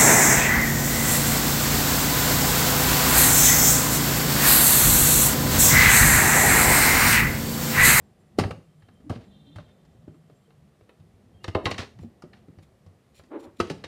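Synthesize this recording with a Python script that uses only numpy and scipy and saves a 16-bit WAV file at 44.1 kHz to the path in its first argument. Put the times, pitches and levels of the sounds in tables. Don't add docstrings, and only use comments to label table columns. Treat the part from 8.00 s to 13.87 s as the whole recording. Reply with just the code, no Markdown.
import sys
import numpy as np
from scipy import signal
from scipy.fft import rfft, irfft, next_fast_len
from scipy.io import wavfile
from scipy.ndimage import map_coordinates

SR = 44100
rng = np.random.default_rng(int(sys.argv[2]) if len(sys.argv) > 2 else 0)


def to_wav(s):
    ch = np.atleast_2d(s).T
    pcm = np.round(np.clip(ch, -1, 1) * 32767)
    wavfile.write(sys.argv[1], SR, pcm.astype(np.int16))


def voltage_ratio(level):
    return 10 ** (np.asarray(level, float) / 20)


N = 258867

# start in seconds, crackle peak in dB, sharp edge in dB relative
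# to it, tap peak in dB, tap frequency in Hz.
GRIP_SHIFTS = [(0.8215, -53, -30, -63, 258), (0.8845, -54.5, -19, -48.5, 259), (1.0029, -64, -12, -49, 255),
               (1.6887, -59, -17, -64, 300), (1.8494, -59, -6, -67, 300), (2.0194, -66, -12, -62, 242),
               (2.077, -63, -24, -36, 340), (2.142, -62, -25, -50, 314), (2.2969, -59, -21, -47, 400),
               (2.5034, -56.5, -20, -55.5, 440), (2.8085, -60.5, -23, -50.5, 418),
               (2.8918, -47, -28, -48, 500), (2.9991, -59, -15, -62, 332), (3.988, -50, -10, -55, 240),
               (4.032, -65, -10, -39, 380), (4.2367, -57, -12, -34.5, 350), (4.4823, -65, -11, -44, 303),
               (4.585, -54, -9, -46.5, 324), (4.6239, -60, -17, -66, 330), (4.8623, -58.5, -7, -51, 526),
               (5.1944, -49.5, -13, -47, 549), (5.2354, -56, -7, -51, 244)]
# frequency in Hz, level in dB per Hz.
RUMBLE_SPECTRUM = [(15, -59), (25, -45), (47, -4.5), (97, -2.5), (150, -4.5), (171, -9), (194, -1),
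                   (260, -13), (340, -54.5), (570, -120)]
# frequency in Hz, level in dB per Hz.
TRAFFIC_SPECTRUM = [(140, -14.5), (240, -7.5), (339, -3.5), (529, -7.5), (764, -10.5), (954, -21),
                    (1500, -33.5), (1950, -21.5), (3300, -120)]


def snaps():
    # start in seconds, crackle peak in dB, bend and sharp edge in dB relative
    # to it, decay time T60 in seconds.
    tabs = [(0.386, -23, 2.5, -7.5, 0.1), (0.3945, -24, -14, -10, 0.099), (0.4358, -28, 2.5, -25, 0.06),
            (0.508, -31, 2, -16, 0.048), (1.095, -39, 4, -10.5, 0.15), (1.1561, -50, -7, -19, 0.073),
            (1.558, -47, 2, -8.5, 0.11), (1.5831, -43.5, 6, -20, 0.053), (3.4418, -24, -7, -14.5, 0.039),
            (3.479, -31, -3, -14, 0.066), (3.5482, -22, 0, -24, 0.056), (3.6547, -16.5, -9, -17, 0.084),
            (3.7116, -19.5, -14, -13, 0.058), (3.7421, -27.5, -6, -20, 0.035),
            (3.7794, -24, -12, -11, 0.092), (3.8294, -40, -2, -15, 0.06), (4.2215, -45, 1, -4.5, 0.035),
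            (4.3312, -42.5, -1, -25, 0.051), (5.6005, -21, -5, -12.5, 0.073), (5.6699, -47, -10, -4, 0.045),
            (5.6985, -27.5, -6, -9, 0.078), (5.8387, -30, -12, -14, 0.078)]
    # frequency in Hz, width in Hz, level in dB.
    board_modes = [(640, 160, -0.5), (837, 145, 3.5), (1032, 175, 0.5), (1245, 172, 2.5), (1670, 270, -4.5)]
    # frequency in Hz, width in Hz, level in
    # dB.
    upper_board_modes = [(1900, 470, 3.2), (2320, 300, 3), (2690, 280, 3), (3245, 320, 0), (3740, 300, 0),
                         (4400, 700, -3.5)]
    # frequency in Hz, level in dB per Hz.
    edge_spectrum = [(2650, -34.5), (4500, 0.5), (4940, 0.5), (5720, -1), (9000, -14.5), (11700, -42.5),
                     (19800, -120)]
    # frequency in Hz, level in dB per Hz.
    air_spectrum = [(6000, -27.5), (9000, 1.5), (12000, -5.5), (15500, -13)]

    tears = []
    for s, db, bend_db, edge_db, t60 in tabs:
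        air_db = -12 + 0.75 * bend_db + edge_db
        tears.append((s, db, bend_db, edge_db, air_db, t60))
    for s, db, edge_db, tap_db, _ in GRIP_SHIFTS:
        bend_db = -0.3 + 0.25 * (tap_db - db)
        tears.append((s, db, bend_db, edge_db, -25, 0.06))

    body, edge, air = np.zeros((3, N))
    t = np.arange(8192) / SR
    clumps = np.pad(voltage_ratio(0.99 * wobble(500)), (0, len(t)), "edge")
    for s, db, bend_db, edge_db, air_db, t60 in tears:
        decay = voltage_ratio(-60 * t / max(t60, 0.01)) + 0.34 * voltage_ratio(-60 * t / 0.0048)
        burst = voltage_ratio(db) * decay * (1 - np.exp(-t / 0.0006))
        spikes = burst * rng.standard_normal((3, len(t))) * voltage_ratio(2.85 * rng.standard_normal(len(t)))
        spikes[1:] *= clumps[round(s * SR):][:len(t)]
        grip = 1 + 0.025 * rng.standard_normal(2)
        add(body, s, voltage_ratio(bend_db + 9.2) * resonant(spikes[0], board_modes, grip[0])
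            + voltage_ratio(1.5) * resonant(spikes[1], upper_board_modes, grip[1]))
        add(edge, s, voltage_ratio(edge_db + 5.5) * spikes[2])
        add(air, s, voltage_ratio(air_db + 4.0) * spikes[2])
    edge = filtered(edge, lambda hz: voltage_ratio(along(edge_spectrum, hz)))
    air = filtered(air, lambda hz: voltage_ratio(along(air_spectrum, hz)))
    return body + edge + air


def knocks():
    # start in seconds, peak in dB, frequency in Hz, decay time T60 in seconds.
    tile_knocks = [(0.384, -8.5, 375, 0.029), (0.396, -33, 433, 0.022), (0.444, -31.5, 407, 0.05),
                   (0.504, -33.5, 515, 0.028), (1.096, -31, 300, 0.08), (1.108, -22.5, 277, 0.027),
                   (1.158, -30, 260, 0.049), (1.558, -48.5, 302, 0.066), (1.582, -38, 595, 0.06),
                   (3.442, -37.5, 510, 0.11), (3.479, -30.5, 328, 0.087), (3.55, -16, 410.4, 0.062),
                   (3.564, -19, 393, 0.02), (3.658, -25.5, 474, 0.046), (3.712, -29, 636, 0.086),
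                   (3.787, -27.5, 228, 0.08), (3.83, -35, 407, 0.04), (4.042, -35, 238, 0.035),
                   (5.5988, -13.5, 358, 0.045), (5.6995, -24, 401.6, 0.085), (5.84, -33, 492, 0.029)]
    # start in seconds, peak in dB, frequency in Hz, T60 in seconds.
    frame_slaps = [
        (0.437, -29.5, 773, 0.079),
        (0.506, -31.5, 542, 0.038),
        (1.102, -28.5, 654, 0.018),
        (1.124, -32, 640, 0.039),
        (1.583, -37.5, 569, 0.058),
        (3.55, -18.5, 1028, 0.045),
        (3.574, -23.5, 613, 0.052),
        (3.667, -21, 1085, 0.074),
        (4.221, -44.5, 1236, 0.04),
        (5.6006, -28, 1270, 0.026),
    ]
    taps = [(s - 0.001, db, hz, 0.058) for s, _, _, db, hz in GRIP_SHIFTS]
    wide_modes, close_modes = [1.42, 0.72, 1.9], [1.17, 0.8, 0.62]
    out, t = np.zeros(N), np.arange(SR // 4) / SR
    for table, spread in (tile_knocks + taps, wide_modes), (frame_slaps, close_modes):
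        for s, db, hz, t60 in table:
            ratios = np.r_[1, spread * (1 + 0.07 * rng.standard_normal(3))]
            since = t - 1 / hz - 0.002
            wander = np.cumsum(rng.standard_normal((4, len(t))), axis=1) * 0.035 * (since > 0)
            swing = np.cos(2 * np.pi * hz * ratios[:, None] * since + wander)
            ring = -voltage_ratio([3.5, -7.5, -3.0, -8.5]) @ swing
            shape_db = np.where(since < 0, since * hz * 9, -60 * since / np.clip(t60, 0.02, 0.085))
            add(out, s - 0.0008, voltage_ratio(db - 6 + shape_db) * np.minimum(t / 0.0032, 1) * ring)
    return filtered(out, lambda hz: 1 / (1 + 1j * hz / 5500) ** 2)


def pings():
    # start in seconds, peak in dB, frequency in Hz.
    modes = [(.386, -33, 4306), (.395, -24, 818), (.396, -37, 4274), (.4355, -32, 1291), (.4355, -37, 1991),
             (.4355, -42, 2293), (.508, -37, 1291), (.508, -42, 2293), (.508, -48, 2702),
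             (.8215, -60, 1722), (.8215, -62, 1270), (.8845, -59, 1690), (.8845, -55, 721),
             (1.004, -66, 1750), (1.096, -38, 800), (1.104, -42, 1604), (1.104, -44, 1250),
             (1.104, -49, 2024), (1.156, -55, 1539), (1.558, -47, 882), (1.558, -60, 4360),
             (1.583, -45, 1216), (1.583, -49, 1539), (2.077, -57, 818), (2.48, -52, 450),
             (2.503, -67, 2702), (2.892, -58, 1808), (3.4415, -40, 2713), (3.4415, -42, 3736),
             (3.4415, -40, 947), (3.479, -42, 3068), (3.479, -44, 1711), (3.479, -45, 3520),
             (3.549, -31, 1916), (3.551, -24, 800), (3.655, -27, 3294), (3.655, -28, 4425),
             (3.655, -31, 2670), (3.655, -31, 3940), (3.667, -31, 1496), (3.712, -34, 3714),
             (3.712, -35, 2347), (3.712, -33, 1216), (3.742, -42, 2325), (3.742, -46, 3789),
             (3.78, -33, 1808), (3.78, -39, 2691), (3.78, -44, 4489), (4.262, -44, 250), (4.331, -53, 1765),
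             (5.525, -53, 330), (5.595, -46, 3870), (5.6004, -17, 1270), (5.6004, -28, 2659),
             (5.6004, -31, 2357), (5.604, -34, 5060), (5.698, -40, 2282), (5.698, -44, 4651),
             (5.839, -40, 1162), (5.839, -44, 4155)]
    out, t = np.zeros(N), np.arange(SR // 16) / SR
    for s, db, hz in modes:
        t60 = 0.042 * (1000 / hz) ** 0.25
        envelope = voltage_ratio(db + 3 - 60 * t / t60) * (1 - np.exp(-t / 0.0012))
        add(out, s, envelope * np.sin(2 * np.pi * hz * t))
    return out


def flex():
    # start in seconds, peak in dB.
    long_pushes = [(0.384, -19), (0.4035, -21), (0.446, -17), (0.503, -31), (0.883, -46), (3.438, -39),
                   (0.823, -44), (1.097, -19), (1.169, -41), (1.556, -30), (2.076, -39.5), (2.815, -50),
                   (2.996, -45), (3.136, -44), (3.344, -41), (3.478, -20.5), (3.548, -17), (3.654, -18.5),
                   (3.714, -31), (3.786, -25.5), (4.013, -33), (4.484, -47), (4.572, -38.5), (4.859, -40),
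                   (5.187, -47.5), (5.468, -45), (5.604, -23.5), (5.842, -40)]
    # start in seconds, peak in dB.
    cross_pushes = [(0.383, -13.5), (0.4075, -19), (0.507, -31), (0.571, -38), (1.586, -41), (2.3, -51),
                    (2.994, -44.5), (3.988, -34), (4.233, -40), (4.479, -43), (5.703, -25)]
    # start in seconds, level in dB, frequency in Hz, length in seconds.
    bows = [
        (1.04, -45, 255, .013),
        (1.054, -40, 285, .019),
        (1.18, -53, 250, .04),
        (1.45, -52, 268, .045),
        (3.945, -45, 115, .035),
        (4.025, -43, 215, .035),
        (3.22, -58, 240, .04),
        (.37, -42, 200, .01),
        (5.585, -42, 250, .01),
    ]
    pushes = [(s, db, 103.7 - 2.2 * s, 1) for s, db in long_pushes]
    pushes += [(s, db, 163, 0.85) for s, db in cross_pushes]
    out, t = np.zeros(N), np.arange(SR // 3) / SR
    for s, db, hz, shorter in pushes:
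        t60 = (0.042 - 0.0018 * db) * shorter
        swing = np.sin(2 * np.pi * hz * t) + 0.26 * np.sin(2 * np.pi * 1.6 * hz * t)
        envelope = voltage_ratio(db + 2.7 - 60 * t / max(t60, 0.03)) * (1 - np.exp(-t / 0.0027))
        add(out, s + 0.0036, envelope * swing)
    for s, db, hz, length in bows:
        envelope = voltage_ratio(db) * np.exp(-(t / length - 1) ** 2 * 2.5)
        add(out, s, envelope * np.sin(2 * np.pi * hz * t * (1 + 0.6 * t)))
    return out


def rub():
    # start in seconds, hold in seconds, level in dB.
    slides = [
        (4.008, 0.027, -69.5),
        (4.63, 0.0021, -67),
        (5.15, 0.036, -61),
        (5.25, .01, -79),
        (5.398, .012, -63),
        (5.435, .01, -65),
    ]
    # start in seconds, hold in seconds, level in dB.
    slips = [
        (0.382, 0.002, -61),
        (3.439, 0.001, -58),
        (3.709, .002, -47),
        (3.653, 0.001, -50.5),
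        (5.572, 0.003, -64),
        (5.595, 0.003, -56),
    ]
    # start in seconds, hold in seconds, level in dB.
    partings = [
        (1.122, 0.036, -53.5),
        (1.21, .04, -62),
        (1.6, .005, -59),
        (1.68, .01, -68),
        (3.79, 0.021, -35),
        (4.34, 0.04, -65),
        (5.62, .06, -52.5),
        (5.72, .01, -55),
        (5.78, .04, -64),
    ]
    # frequency in Hz, level in dB per Hz.
    skin_spectrum = [(1180, -36.5), (2000, -5), (2670, -1.5), (2930, -4.5), (3940, -1), (6200, -15),
                     (6820, -8), (9090, -13.5), (16000, -23.5)]
    # frequency in Hz, level in dB per Hz.
    cut_spectrum = [(290, -32), (500, -2.5), (2500, -7.5), (3290, -9.5), (3700, -8), (5470, -16.5),
                    (16000, -49)]

    band_knots = [np.arange(SR // 2 + 1) / 300]
    bands = voltage_ratio(3.9 * map_coordinates(rng.standard_normal(80), band_knots))
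    squeaky = filtered(noise(skin_spectrum), lambda hz: bands[hz.astype(int)])
    pressure = swells(slides, attack_s=0.012, release_s=0.031) + swells(slips, attack_s=0.012, release_s=0.002)
    skin = pressure * unit(voltage_ratio(2.0 * wobble(320) + 2.4 * wobble(40)) * squeaky)
    grains = unit(voltage_ratio(1.6 * wobble(400) + 0.7 * wobble(40)) * noise(cut_spectrum))
    edges = swells(partings, attack_s=0.0076, release_s=0.059) * grains
    return voltage_ratio(1.5) * skin + voltage_ratio(-2.0) * edges


def shudder():
    # time in seconds, deep level in dB, middle level in dB.
    shakes = [
        (.46, -35.5, -41),
        (1.13, -43, -54),
        (3.68, -37, -33),
        (5.44, -70, -58),
        (5.76, -45, -64),
        (5.86, -61, -50),
    ]
    deep = swells([(s, 0, db) for s, db, _ in shakes], attack_s=0.095, release_s=0.13)
    mid = swells([(s, 0, db) for s, _, db in shakes], attack_s=0.088, release_s=0.099)
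    return deep * noise(RUMBLE_SPECTRUM) + mid * noise(TRAFFIC_SPECTRUM)


def room(x):
    # frequency in Hz, decay time T60 in seconds.
    decay = [(100, 0.34), (400, 0.3), (1500, 0.31), (5000, 0.36), (12000, 0.44)]
    out, step = np.zeros(N), SR // 3
    for start in range(0, N, step):
        hz, t, z = signal.stft(rng.standard_normal(SR // 2), SR, nperseg=256)
        tail = signal.istft(z * voltage_ratio(-60 * t / along(decay, hz)[:, None]), SR, nperseg=256)[1]
        echo = signal.fftconvolve(x[start:start + step], tail / np.linalg.norm(tail))
        add(out, start / SR + 0.004, echo)
    return out


def door():
    # start in seconds, hold in seconds, level in dB.
    shuts = [
        (5.319, .045, -36.5),
        (5.428, .015, -48),
        (5.462, .005, -54),
    ]
    # frequency in Hz, level in dB per Hz.
    door_spectrum = [(88, -61), (150, -37), (243, -7.5), (352, -0.5), (496, -12.5), (576, -7.5),
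                     (699, -24.5), (802, -13.5), (1010, -18), (4000, -47), (5200, -72), (8800, -120)]
    echo = unit(voltage_ratio(1.2 * wobble(90)) * noise(door_spectrum))
    panel = voltage_ratio(-6) * fuzzy(325, width_hz=45)
    return swells(shuts, attack_s=0.016, release_s=0.095) * unit(echo + panel)


def street():
    # time in seconds, rumble level in dB.
    loudness = [
        (0.0, -57.5),
        (0.75, -64),
        (1.2, -58),
        (1.9, -59.5),
        (2.45, -64),
        (3.2, -60),
        (4.1, -58.5),
        (5.2, -62.5),
        (5.87, -63),
    ]
    # start in seconds, hold in seconds, level in dB.
    engine_swells = [(.1, .2, -57.5), (.72, .02, -46.5), (1.4, 0.018, -52), (1.52, .05, -51),
                     (1.85, 0.018, -54.5), (2.05, 0.14, -51), (2.31, .02, -53), (1.29, .01, -55),
                     (2.57, .02, -51), (3.0, .02, -58), (4.6, .02, -56), (4.86, 0.017, -56.5)]
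    # multiple of the fundamental, level in dB.
    horn_partials = [(7, -9), (8, 2), (9, 5), (10, 0), (11, -13)]
    # start in seconds, end in seconds, frequency in Hz, level in dB.
    thin_whines = [
        (0, .35, 7480, -89),
        (.62, 1.1, 7470, -89),
        (1.1, 1.6, 7480, -90),
        (1.6, 2.5, 7450, -91),
        (0, 1.5, 9610, -92),
        (.66, .8, 3130, -86),
        (1.9, 2.5, 3130, -88),
        (.78, 1.03, 3130, -81),
        (3.38, 3.56, 2820, -72),
        (3.33, 3.45, 3200, -77),
    ]
    level_db = curve(loudness)
    rumble = voltage_ratio(level_db + 1.0) * unit(voltage_ratio(2.3 * wobble(7.6)) * noise(RUMBLE_SPECTRUM))
    traffic = voltage_ratio(level_db - 4.5) * unit(voltage_ratio(0.5 * wobble(11)) * noise(TRAFFIC_SPECTRUM))
    engine = voltage_ratio(-4.5) * swells(engine_swells, attack_s=0.11, release_s=0.17) * fuzzy(154, width_hz=27)

    blast = swells([(1.33, 0.25, -73.5)], attack_s=0.09, release_s=0.33)
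    horn_hz = 398
    chord = sum(voltage_ratio(db) * fuzzy(k * horn_hz, width_hz=115) for k, db in horn_partials)
    horn = blast * voltage_ratio(2.8 * wobble(45)) * chord

    t, whines = np.arange(N) / SR, np.zeros(N)
    for start, end, hz, db in thin_whines:
        fade = np.clip(np.minimum(t - start, end - t) / 0.03, 0, 1)
        whines += fade * voltage_ratio(db + 3 * wobble(20)) * fuzzy(hz, width_hz=45)
    return rumble + traffic + engine + horn + whines


def resonant(x, modes, stretch):
    f = np.fft.rfftfreq(len(x), 1 / SR) / stretch
    response = 0
    for k, (centre, width, db) in enumerate(modes):
        mode = 1j * f * width / (centre * centre - f * f + 1j * f * width)
        response = response + (-1) ** k * voltage_ratio(db) * mode
    return irfft(rfft(x) / (1 + 1j * f / 9000) ** 2 * response, len(x))


def fuzzy(hz, width_hz):
    return unit(filtered(rng.standard_normal(N), lambda f: 1 / (1 + (2 * (f - hz) / width_hz) ** 2)))


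def noise(spectrum):
    return unit(filtered(rng.standard_normal(N), lambda hz: voltage_ratio(along(spectrum, hz))))


def filtered(x, response):
    m = next_fast_len(N + SR // 2)
    return irfft(rfft(x, m) * response(np.fft.rfftfreq(m, 1 / SR)), m)[:N]


def swells(rows, attack_s, release_s):
    t = np.arange(0, N + 20, 20) / SR
    gain = np.zeros(len(t))
    for s, hold, db in rows:
        away = np.maximum((s - t) / attack_s, (t - s - hold) / release_s)
        gain += voltage_ratio(db - 20 * np.maximum(away, 0))
    return np.interp(np.arange(N) / SR, t, gain)


def wobble(rate):
    return map_coordinates(rng.standard_normal(int(N * rate / SR) + 4), [np.arange(N) * rate / SR])


def curve(rows):
    s, db = np.transpose(rows)
    return np.interp(np.arange(N) / SR, s, db, left=-150, right=-150)


def along(points, hz):
    f, v = np.transpose(points)
    return np.interp(np.log(hz + 1), np.log(f + 1), v)


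def unit(x):
    return x / np.sqrt(np.mean(x ** 2) + 1e-20)


def add(track, s, sound):
    part = track[round(s * SR):][:len(sound)]
    part += sound[:len(part)]


def scene():
    hits, body, rings, swings, sliding = snaps(), knocks(), pings(), flex(), rub()
    direct = hits + body + rings + swings + sliding
    sent = voltage_ratio(-9.5) * hits + voltage_ratio(-5) * body + voltage_ratio(-15) * rings + voltage_ratio(-10.0) * swings + voltage_ratio(-13.0) * sliding
    return (direct + room(sent) + shudder() + door() + street())[None]


def roll_off(x):
    return signal.sosfilt(signal.butter(12, 16330, fs=SR, output="sos"), x)


def record(dry):
    # frequency in Hz, level in dB per Hz.
    hiss_spectrum = [(530, -38.5), (900, -7.5), (1120, -1.5), (1420, -6), (3200, -10.5), (6380, -16.5),
                     (9280, -17), (15000, -25), (15500, -60)]
    bass_cut = signal.butter(2, 55, "high", fs=SR, output="sos")
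    top_cut = signal.butter(24, 15800, fs=SR, output="sos")
    heard = signal.sosfilt(top_cut, signal.sosfilt(bass_cut, dry))
    return roll_off(heard + voltage_ratio(-73) * noise(hiss_spectrum))


dry = scene()
out = record(dry)
to_wav(out)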